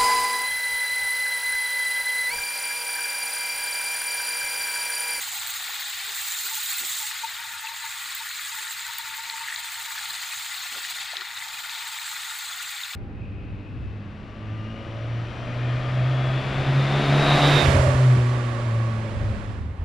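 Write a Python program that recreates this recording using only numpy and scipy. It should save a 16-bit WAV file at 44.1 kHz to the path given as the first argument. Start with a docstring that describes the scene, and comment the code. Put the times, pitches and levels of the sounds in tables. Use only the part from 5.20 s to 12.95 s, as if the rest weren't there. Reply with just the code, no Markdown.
"""Thin sauce sizzling in a pan

Heard close to a phone: bubbles burst in clumps (tiny damped sines and patchy noise), fat spits in the treble.
A wooden spatula scrapes the bottom (filtered noise); boiling and nudges make the pan hum at its lowest mode.
A low kitchen rumble (filtered noise) lies beneath. Two microphone ports colour most of the sound differently.
"""
import sys
import numpy as np
from scipy import signal
from scipy.fft import rfft, irfft, next_fast_len
from scipy.io import wavfile
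from scipy.ndimage import uniform_filter1d, map_coordinates

SR = 44100
rng = np.random.default_rng(int(sys.argv[2]) if len(sys.argv) > 2 else 0)


def field_ratio(decibels):
    """Amplitude ratio for a level in dB (20 dB per decade); scalars and array-likes work."""
    return 10 ** (np.asarray(decibels, dtype=float) / 20)


def store_wav(level_fs):
    """Save 16-bit WAV to argv[1]."""
    pcm = np.round(np.clip(np.atleast_2d(level_fs), -1, 1) * 32767)
    wavfile.write(sys.argv[1], SR, pcm.T.astype(np.int16))


N = 341851  # length in samples
TOP_HZ = 15500  # the phone's band limit

# modes of the pan, lowest first; that one's gain is not used: (pitch [Hz], width [Hz], gain [dB])
PAN_MODES = [(908, 67, 9), (1416, 22, 3.5), (1760, 30, -4), (1950, 210, -3.5), (2470, 34, -7)]


def unit(x):
    """Scaled to rms 1."""
    return x / np.sqrt(np.mean(x ** 2) + 1e-20)


def along(points, hz):
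    """Each column after the first, read on a log frequency axis."""
    f, *cols = np.transpose(points)
    return np.array([np.interp(np.log(hz + 1), np.log(f + 1), c) for c in cols])


def curves(rows):
    """One value per sample for each column after the time."""
    s, *cols = np.transpose(rows)
    return [np.interp(np.arange(N) / SR, s, c) for c in cols]


def wobble(rate):
    """A smooth random curve, rate knots a second."""
    return map_coordinates(rng.standard_normal(N // 100), [np.arange(N) * rate / SR])


def flutter(rate):
    """A wobble without its slow drift."""
    x = wobble(rate)
    return x - uniform_filter1d(x, size=SR // 17)


def filtered(x, response):
    """x times a response of frequency."""
    m = next_fast_len(N + SR // 2)
    return irfft(rfft(x, m) * response(np.fft.rfftfreq(m, 1 / SR)), m)[..., :N]


def above(f, hz):
    """Steep high-pass gain."""
    return 1 / np.sqrt(1 + (hz / (f + 1)) ** 12)


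def below(f, hz):
    """The matching low-pass gain: the powers of the two add up to 1."""
    return np.sqrt(1 - above(f, hz) ** 2)


def resonance(f, hz, width):
    """Causal resonance, gain 1 at its centre."""
    return 1j * f * width / (hz * hz - f * f + 1j * f * width)


def place(seconds, shapes):
    """Sums the rows of shapes, each starting at its time."""
    at = np.round(np.asarray(seconds) * SR).astype(int)[:, None] + np.arange(shapes.shape[1])
    return np.bincount(at.ravel(), shapes.ravel(), N + SR)[:N]


def bubbles(seconds, db, hz, life, rise):
    """Soft-started damped sines whose pitch climbs as the bubble opens."""
    u = np.arange(SR // 50)[None] / SR / life[:, None]  # time in lives
    cycles = (hz * life)[:, None] * u * (1 + rise * u)
    swell = np.e * 4 * u * np.exp(-4 * u)  # peaks at 1
    return place(seconds, field_ratio(db)[:, None] * swell * np.sin(2 * np.pi * cycles))


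def swarm(count, hz, spread, cycles, size_db):
    """Random small bubbles of log-normal pitch and uneven level: one swarm near, one off the wall."""
    pair = []
    for _ in "ab":
        when, size = rng.random((count, 2)).T
        pitch = np.clip(hz * np.exp(spread * rng.standard_normal(count)), 550, SR / 3)
        db = -size_db * np.log(size + .005)  # with size_db above 0, a few are much louder than the rest
        life = np.minimum(cycles / pitch, .02)
        pair.append(unit(bubbles(when * N / SR, db, pitch, life, rise=.03)))
    return np.array(pair)


def seethe(patchy_db, clump_db, burst_db):
    """Countless tiny bursts: noise in random patches, clumps and brief bursts; direct and scattered."""
    z = signal.stft(rng.standard_normal((2, N)), nperseg=256)[2]
    field = uniform_filter1d(rng.standard_normal(z.shape[1:]), size=3, axis=0)  # patches in pitch
    field = uniform_filter1d(field, size=8, axis=1)  # and in time
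    noise = signal.istft(z * field_ratio(patchy_db * unit(field)), nperseg=256)[1][:, :N]
    return unit(noise * field_ratio(clump_db * flutter(34) + burst_db * flutter(130)))


def ports(direct, scattered):
    """Both ports share the direct sound; what the pan's wall scatters differs between them."""
    # the two microphone ports: (frequency [Hz], left gain [dB], right gain [dB], likeness [0-1])
    port_response = [(504, -51, -44.5, 1), (829, -14, -17, 0.95), (1000, -14.5, -19, 0.65),
                     (1180, -8, -15, 0.8), (1950, -10.5, -14, 0.94), (3030, -9, -12, 0.96),
                     (3670, -2, -6, 0.96), (4270, -2.5, -7, 0.98), (5700, -11, -12.5, 0.8),
                     (6980, -4, -2.5, 1), (7500, -6.5, 0, 0.75), (9700, -22.5, -6, 0.56),
                     (10300, -16.5, -5, 0.54), (11450, -21, -8.5, 0.1), (13400, -3, -3.5, 0.75),
                     (15000, -0.5, 4, 0.83)]

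    def gain(f):
        return field_ratio(along(port_response, f)[:2])

    def turn(f):
        return np.arccos(np.clip(along(port_response, f)[2], 0, 1)) / 2

    shared = filtered(direct, lambda f: gain(f) * np.cos(turn(f)))
    # the scattered sound has opposite signs at the two ports
    return shared + filtered(scattered, lambda f: gain(f) * np.sin(turn(f)) * [[1], [-1]])


def kitchen():
    """A low rumble, nearly the same at both ports; its upper part swells unevenly."""
    # colour of the rumble, relative: (frequency [Hz], density [dB per Hz])
    rumble_colour = [(20, -8), (55, -6.5), (86, 8.5), (115, 4), (170, -4), (300, -7.5), (560, -9),
                     (900, -34)]
    # level of the rumble before its slight wobble: (time [s], level [dB])
    rumble_level = [(0, -63.5), (0.5, -67.5), (3.3, -67), (3.6, -68.5), (3.9, -67), (7.75, -68.5)]
    rumble = filtered(rng.standard_normal((2, N)), lambda f: field_ratio(along(rumble_colour, f)))
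    upper = filtered(rumble, lambda f: above(f, 160))
    mid, side = rumble + upper * (field_ratio(2 * wobble(9)) - 1)
    side = side * field_ratio(-15)
    both = unit(np.array([mid + side, mid - side]))
    return field_ratio(curves(rumble_level)[0] + 0.9 * wobble(16)) * both


def spatula():
    """Each stroke is rough friction noise through the dull wooden blade; trapped air gloops out."""
    # strokes on the bottom, blade resonance applied twice:
    # (time [s], length [s], level before the port gains [dB], centre [Hz], width of one resonance [Hz])
    strokes = [(0.468, 0.084, -61.5, 440, 200), (0.82, 0.16, -62, 430, 45), (1.217, 0.1, -61, 425, 110),
               (1.588, 0.11, -55, 320, 298), (3.36, 0.12, -68, 417, 150), (5.51, 0.035, -60, 260, 160),
               (5.52, 0.12, -54.5, 430, 420), (5.94, 0.038, -53, 560, 450), (5.963, 0.087, -54, 384, 130)]
    # air trapped under the blade escapes:
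    # (time [s], peak before the port gains [dB], starting pitch [Hz], life [s])
    gloops = [(0.49, -38, 720, 0.017), (5.932, -38.5, 585, 0.0185), (5.934, -39, 770, 0.017)]
    t, out = np.arange(N) / SR, np.zeros(N)
    for s, length, db, hz, width in strokes:
        rub = rng.standard_normal(N) * field_ratio(3 * wobble(60))
        blade = filtered(rub, lambda f: resonance(f, hz, width) ** 2)
        blade = blade / np.std(blade[(t > s) & (t < s + length)])
        swell = np.sin(np.pi * np.clip((t - s) / length, 0, 1) ** 0.8) ** 1.6
        out += field_ratio(db) * blade * swell
    out = out + bubbles(*np.transpose(gloops), rise=0.305)
    return field_ratio([[1.2], [-1.2]]) * out  # left and right port


def pan():
    """The boiling keeps the pan's lowest mode humming unevenly; a nudge drives it hard for a moment."""
    # level of the hum before its unrest and the port gains: (time [s], level [dB])
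    hum_level = [(0, -57.5), (1.6, -63.5), (2.2, -50), (2.8, -54), (3.2, -72), (3.6, -47.5), (4.7, -52.5),
                 (5.2, -55.5), (5.7, -61), (6.3, -50.5), (7.1, -52.5), (7.75, -85)]
    # nudges that ring the pan, pitch under the sloshing sauce:
    # (time [s], peak before damping and port gains [dB], push [s], starting pitch [Hz])
    nudges = [(1.307, -38.5, 0.061, 894), (1.372, -37, 0.023, 870), (1.8, -40, 0.05, 907),
              (1.83, -37, 0.035, 860), (1.915, -46, 0.032, 885), (2.031, -24.5, 0.04, 908),
              (2.165, -43.5, 0.083, 927), (2.234, -47, 0.054, 910), (2.305, -46, 0.035, 904),
              (2.43, -37.5, 0.07, 885), (2.47, -41, 0.056, 900), (2.495, -37.5, 0.075, 912),
              (2.635, -34.5, 0.053, 905), (2.998, -36, 0.05, 906), (3.317, -43, 0.04, 910),
              (3.37, -41.5, 0.059, 876), (3.572, -50, 0.033, 905), (3.681, -36, 0.044, 935),
              (3.789, -38, 0.036, 920), (3.897, -44, 0.03, 930), (3.97, -41.5, 0.062, 905),
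              (4.118, -39, 0.078, 904), (4.196, -34.5, .06, 911), (4.367, -44, 0.039, 946),
              (4.577, -43, 0.06, 904), (4.666, -44.5, 0.078, 914), (6.506, -43, 0.059, 926),
              (6.909, -39, 0.021, 872)]
    hz, width, _ = PAN_MODES[0]
    unrest = 2.2 * wobble(18)  # dB
    mode = filtered(rng.standard_normal(N), lambda f: resonance(f, hz, width) ** 2)
    hum = field_ratio(curves(hum_level)[0] + unrest) * unit(mode)
    s, db, push, loaded = np.transpose(nudges)
    t = np.arange(SR // 10) / SR
    swell = np.sin(np.pi * np.clip(t / push[:, None], 0, 1) ** 0.58) ** 2
    drift = rng.standard_normal((len(s), 1))  # the pitch glides a little, up or down
    tone = np.sin(2 * np.pi * loaded[:, None] * (1 + 0.078 * drift * t) * t)
    rings = place(s, field_ratio(db)[:, None] * swell * tone)
    rings = rings * field_ratio(1.7 * wobble(70))  # the sauce damps it unevenly
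    return field_ratio([[2.2], [-2.8]]) * (hum + rings)  # left and right port


def pops():
    """A large bubble rings briefly or cracks as its skin tears; a spit is a short treble burst."""
    # large bubbles that ring: (time [s], peak before the ports [dB], starting pitch [Hz])
    ringing = [(1.3012, -17, 2020), (1.4621, -21, 3670), (2.222, -17, 1880), (2.471, -15.5, 2600),
               (4.208, -24, 1920), (4.25, -23, 1800), (4.264, -21, 1660), (4.276, -15, 2060),
               (4.2833, -11, 1760), (4.3, -17, 1800), (4.325, -12, 1820), (4.5555, -18.5, 1900),
               (4.754, -23, 1650), (4.779, -19, 1640), (4.791, -16, 1700), (4.856, -17, 2000),
               (4.904, -21, 4140), (5.97, -19, 1950), (5.984, -19, 1950), (6.0097, -17, 1920),
               (6.174, -21.5, 3730), (6.222, -15, 2050), (7.1192, -22, 1860), (7.635, -21, 3610)]
    # bubbles that tear with a crack: (time [s], level before filters and ports [dB], lowest frequency [Hz])
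    cracking = [(0.609, -5.5, 1500), (2.689, -18, 1500), (4.0991, -4, 2500), (4.361, -7.5, 2550),
                (4.8564, -8, 1200), (5.344, -6.5, 2500), (5.969, -2, 2200), (5.9704, -17, 1500),
                (6.0102, -7, 1500), (6.404, -13, 1200), (6.4955, -1, 3400), (7.635, -14, 2500)]
    # spits of fat: (time [s], level before filter and ports [dB])
    spitting = [(0.125, -23), (0.272, -19), (0.3032, -19), (1.1613, -24), (1.2316, -23), (1.5314, -19),
                (2.949, -18), (3.7834, -16), (7.187, -23), (7.426, -24)]
    pop_life_s, spit_life_s, crack_t60_s = 0.0055, 0.0049, 0.0075
    # three quieter neighbours gurgle around each ringing bubble; pitch spread is a fraction
    neighbour_db, neighbour_s, neighbour_spread = -9, 0.014, 0.07

    s, db, hz = np.transpose(ringing)
    shift, off = rng.standard_normal((len(s), 2, 3)).transpose(1, 0, 2)
    near_s = (s[:, None] + neighbour_s * shift).ravel()
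    near_db = np.repeat(db + neighbour_db, repeats=3)
    near_hz = (hz[:, None] * (1 + neighbour_spread * off)).ravel()
    near = bubbles(near_s, near_db, near_hz, np.full(off.size, pop_life_s), rise=0.019)
    large = bubbles(s, db, hz, np.full(len(s), pop_life_s), rise=0.0056)

    at, crack_db, lowest = np.transpose(cracking)
    t = np.arange(SR // 50) / SR
    skin = rng.standard_normal((len(at), len(t))) + 3.5 * (t == 0)  # a snap, then tearing
    tear = field_ratio(crack_db[:, None] - 60 * t / crack_t60_s) * skin
    torn = [signal.lfilter(*signal.butter(2, low * 2 / SR, "high"), row) for row, low in zip(tear, lowest)]
    crack = filtered(place(at, np.array(torn)), lambda f: below(f, 4300))

    s, db = np.transpose(spitting)
    u = t / spit_life_s
    burst = np.e * 4 * u * np.exp(-4 * u) * rng.standard_normal((len(s), len(t)))
    spit = place(s, field_ratio(db[:, None]) * burst)
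    spit = filtered(spit, lambda f: 1 / np.sqrt(1 + (10000 / (f + 1)) ** 4))  # treble only

    direct = large + near + crack + spit
    wall = rng.standard_normal(len(t)) * field_ratio(-60 * t / 0.0068)  # a very short echo tail
    return ports(direct, signal.fftconvolve(direct, wall / np.linalg.norm(wall))[:N])


def sizzle():
    """Bubbling, spitting and spray share the surges of the boiling edge; the bubbling also shakes the pan."""
    # how hard the sauce fries at its hot edge, heard as the spitting: (time [s], level [dB])
    boil = [(0.0, -35.5), (0.3, -37), (0.62, -37.5), (0.88, -38), (0.97, -35), (1.49, -33), (1.85, -34),
            (1.92, -39.5), (2.37, -41), (3.28, -38.5), (4.3, -42.5), (4.6, -39.5), (5.2, -39.5),
            (5.74, -40.5), (5.96, -46.5), (6.2, -42.5), (6.52, -41), (7.75, -41)]
    # level of the fizz, the brighter part of the bubbling, before surges: (time [s], level [dB])
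    fizz_level = [(0, -37), (0.75, -36), (1.1, -35.5), (1.5, -35), (1.85, -35.5), (2.35, -41), (3.0, -38.5),
                  (4.3, -39.5), (4.8, -38), (5.8, -36.5), (6.1, -41), (6.6, -37.5), (7.75, -39)]
    # level of the low gurgles put into the bubbling, before its filters: (time [s], level [dB])
    gurgle_level = [(0, -10.5), (1, -14.5), (2, -17.5), (3.8, -23), (4.8, -12.5), (6, -14.5), (7.75, -16.5)]
    split_low_hz, split_high_hz = 5430, 10250  # bubbling, spitting and spray part here
    fizz_hz = 2620  # the fizz lies above
    calm_db = -40  # spitting level of calm frying

    # levels at calm frying, and their rise per dB of harder frying
    spitting_db, = curves(boil)
    harder_db = spitting_db - calm_db
    bubbling_db = -39.5 + 0.04 * harder_db
    spray_db = -45.5 + 1.94 * harder_db
    surge = flutter(38)
    # sharp ticks through the treble
    crackle = swarm(count=2500, hz=9000, spread=0.4, cycles=1.5, size_db=3)

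    low = seethe(patchy_db=0.9, clump_db=1.1, burst_db=1.4)
    low = low + 0.35 * swarm(count=9000, hz=3500, spread=0.4, cycles=3, size_db=2.8)
    # some bubbles, of much the same pitch, sing longer
    low = low + 0.5 * swarm(count=7000, hz=3600, spread=.33, cycles=60, size_db=1.2)
    gurgles = swarm(count=1400, hz=695.4, spread=0.149, cycles=13.3, size_db=-2.0)
    low = filtered(low, lambda f: above(f, 815)) + field_ratio(curves(gurgle_level)[0]) * gurgles

    mid = seethe(patchy_db=1.6, clump_db=0.6, burst_db=1.1)
    mid = mid + 0.3 * swarm(count=5000, hz=8660, spread=0.18, cycles=5, size_db=3.5)
    mid = mid + 0.4 * crackle
    mid = mid + 0.5 * swarm(count=3500, hz=7600, spread=.2, cycles=100, size_db=2)

    top = seethe(patchy_db=3, clump_db=2.5, burst_db=1)
    top = top + 0.3 * swarm(count=3000, hz=13500, spread=0.24, cycles=5.3, size_db=4) + 0.4 * crackle
    # harder frying fills in to a dense hiss
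    top = field_ratio(-0.6 * harder_db) * top + 0.45 * seethe(patchy_db=1, clump_db=1, burst_db=1)

    def shaken(f):
        return 1 + sum(field_ratio(db) * resonance(f, hz, width) for hz, width, db in PAN_MODES[1:])

    low = ports(*filtered(low, lambda f: shaken(f) * below(f, split_low_hz)))
    mid = ports(*filtered(mid, lambda f: above(f, split_low_hz) * below(f, split_high_hz)))
    top = ports(*filtered(top, lambda f: above(f, split_high_hz) * (f < TOP_HZ)))

    fizz = filtered(low, lambda f: above(f, fizz_hz))
    bubbling = field_ratio(bubbling_db) * unit(low - fizz) + field_ratio(curves(fizz_level)[0]) * unit(fizz)
    bubbling = field_ratio(1.2 * surge) * bubbling
    mid = field_ratio(1.4 * surge + 0.9 * wobble(6)) * mid
    spits = field_ratio(spitting_db) * unit(mid)
    spray = field_ratio(spray_db + 2.4 * surge) * unit(top)
    return bubbling + spits + spray


def scene():
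    """Everything as it reaches the two ports."""
    return kitchen() + spatula() + pan() + pops() + sizzle()


def low_pass(x):
    """Removes everything above the highest recorded frequency."""
    return signal.sosfilt(signal.butter(12, 16730, fs=SR, output="sos"), x)


def record(dry):
    """The phone keeps nothing above its band limit."""
    mix = filtered(dry, lambda f: f < TOP_HZ)
    return low_pass(mix)


dry = scene()
out = record(dry)
store_wav(out)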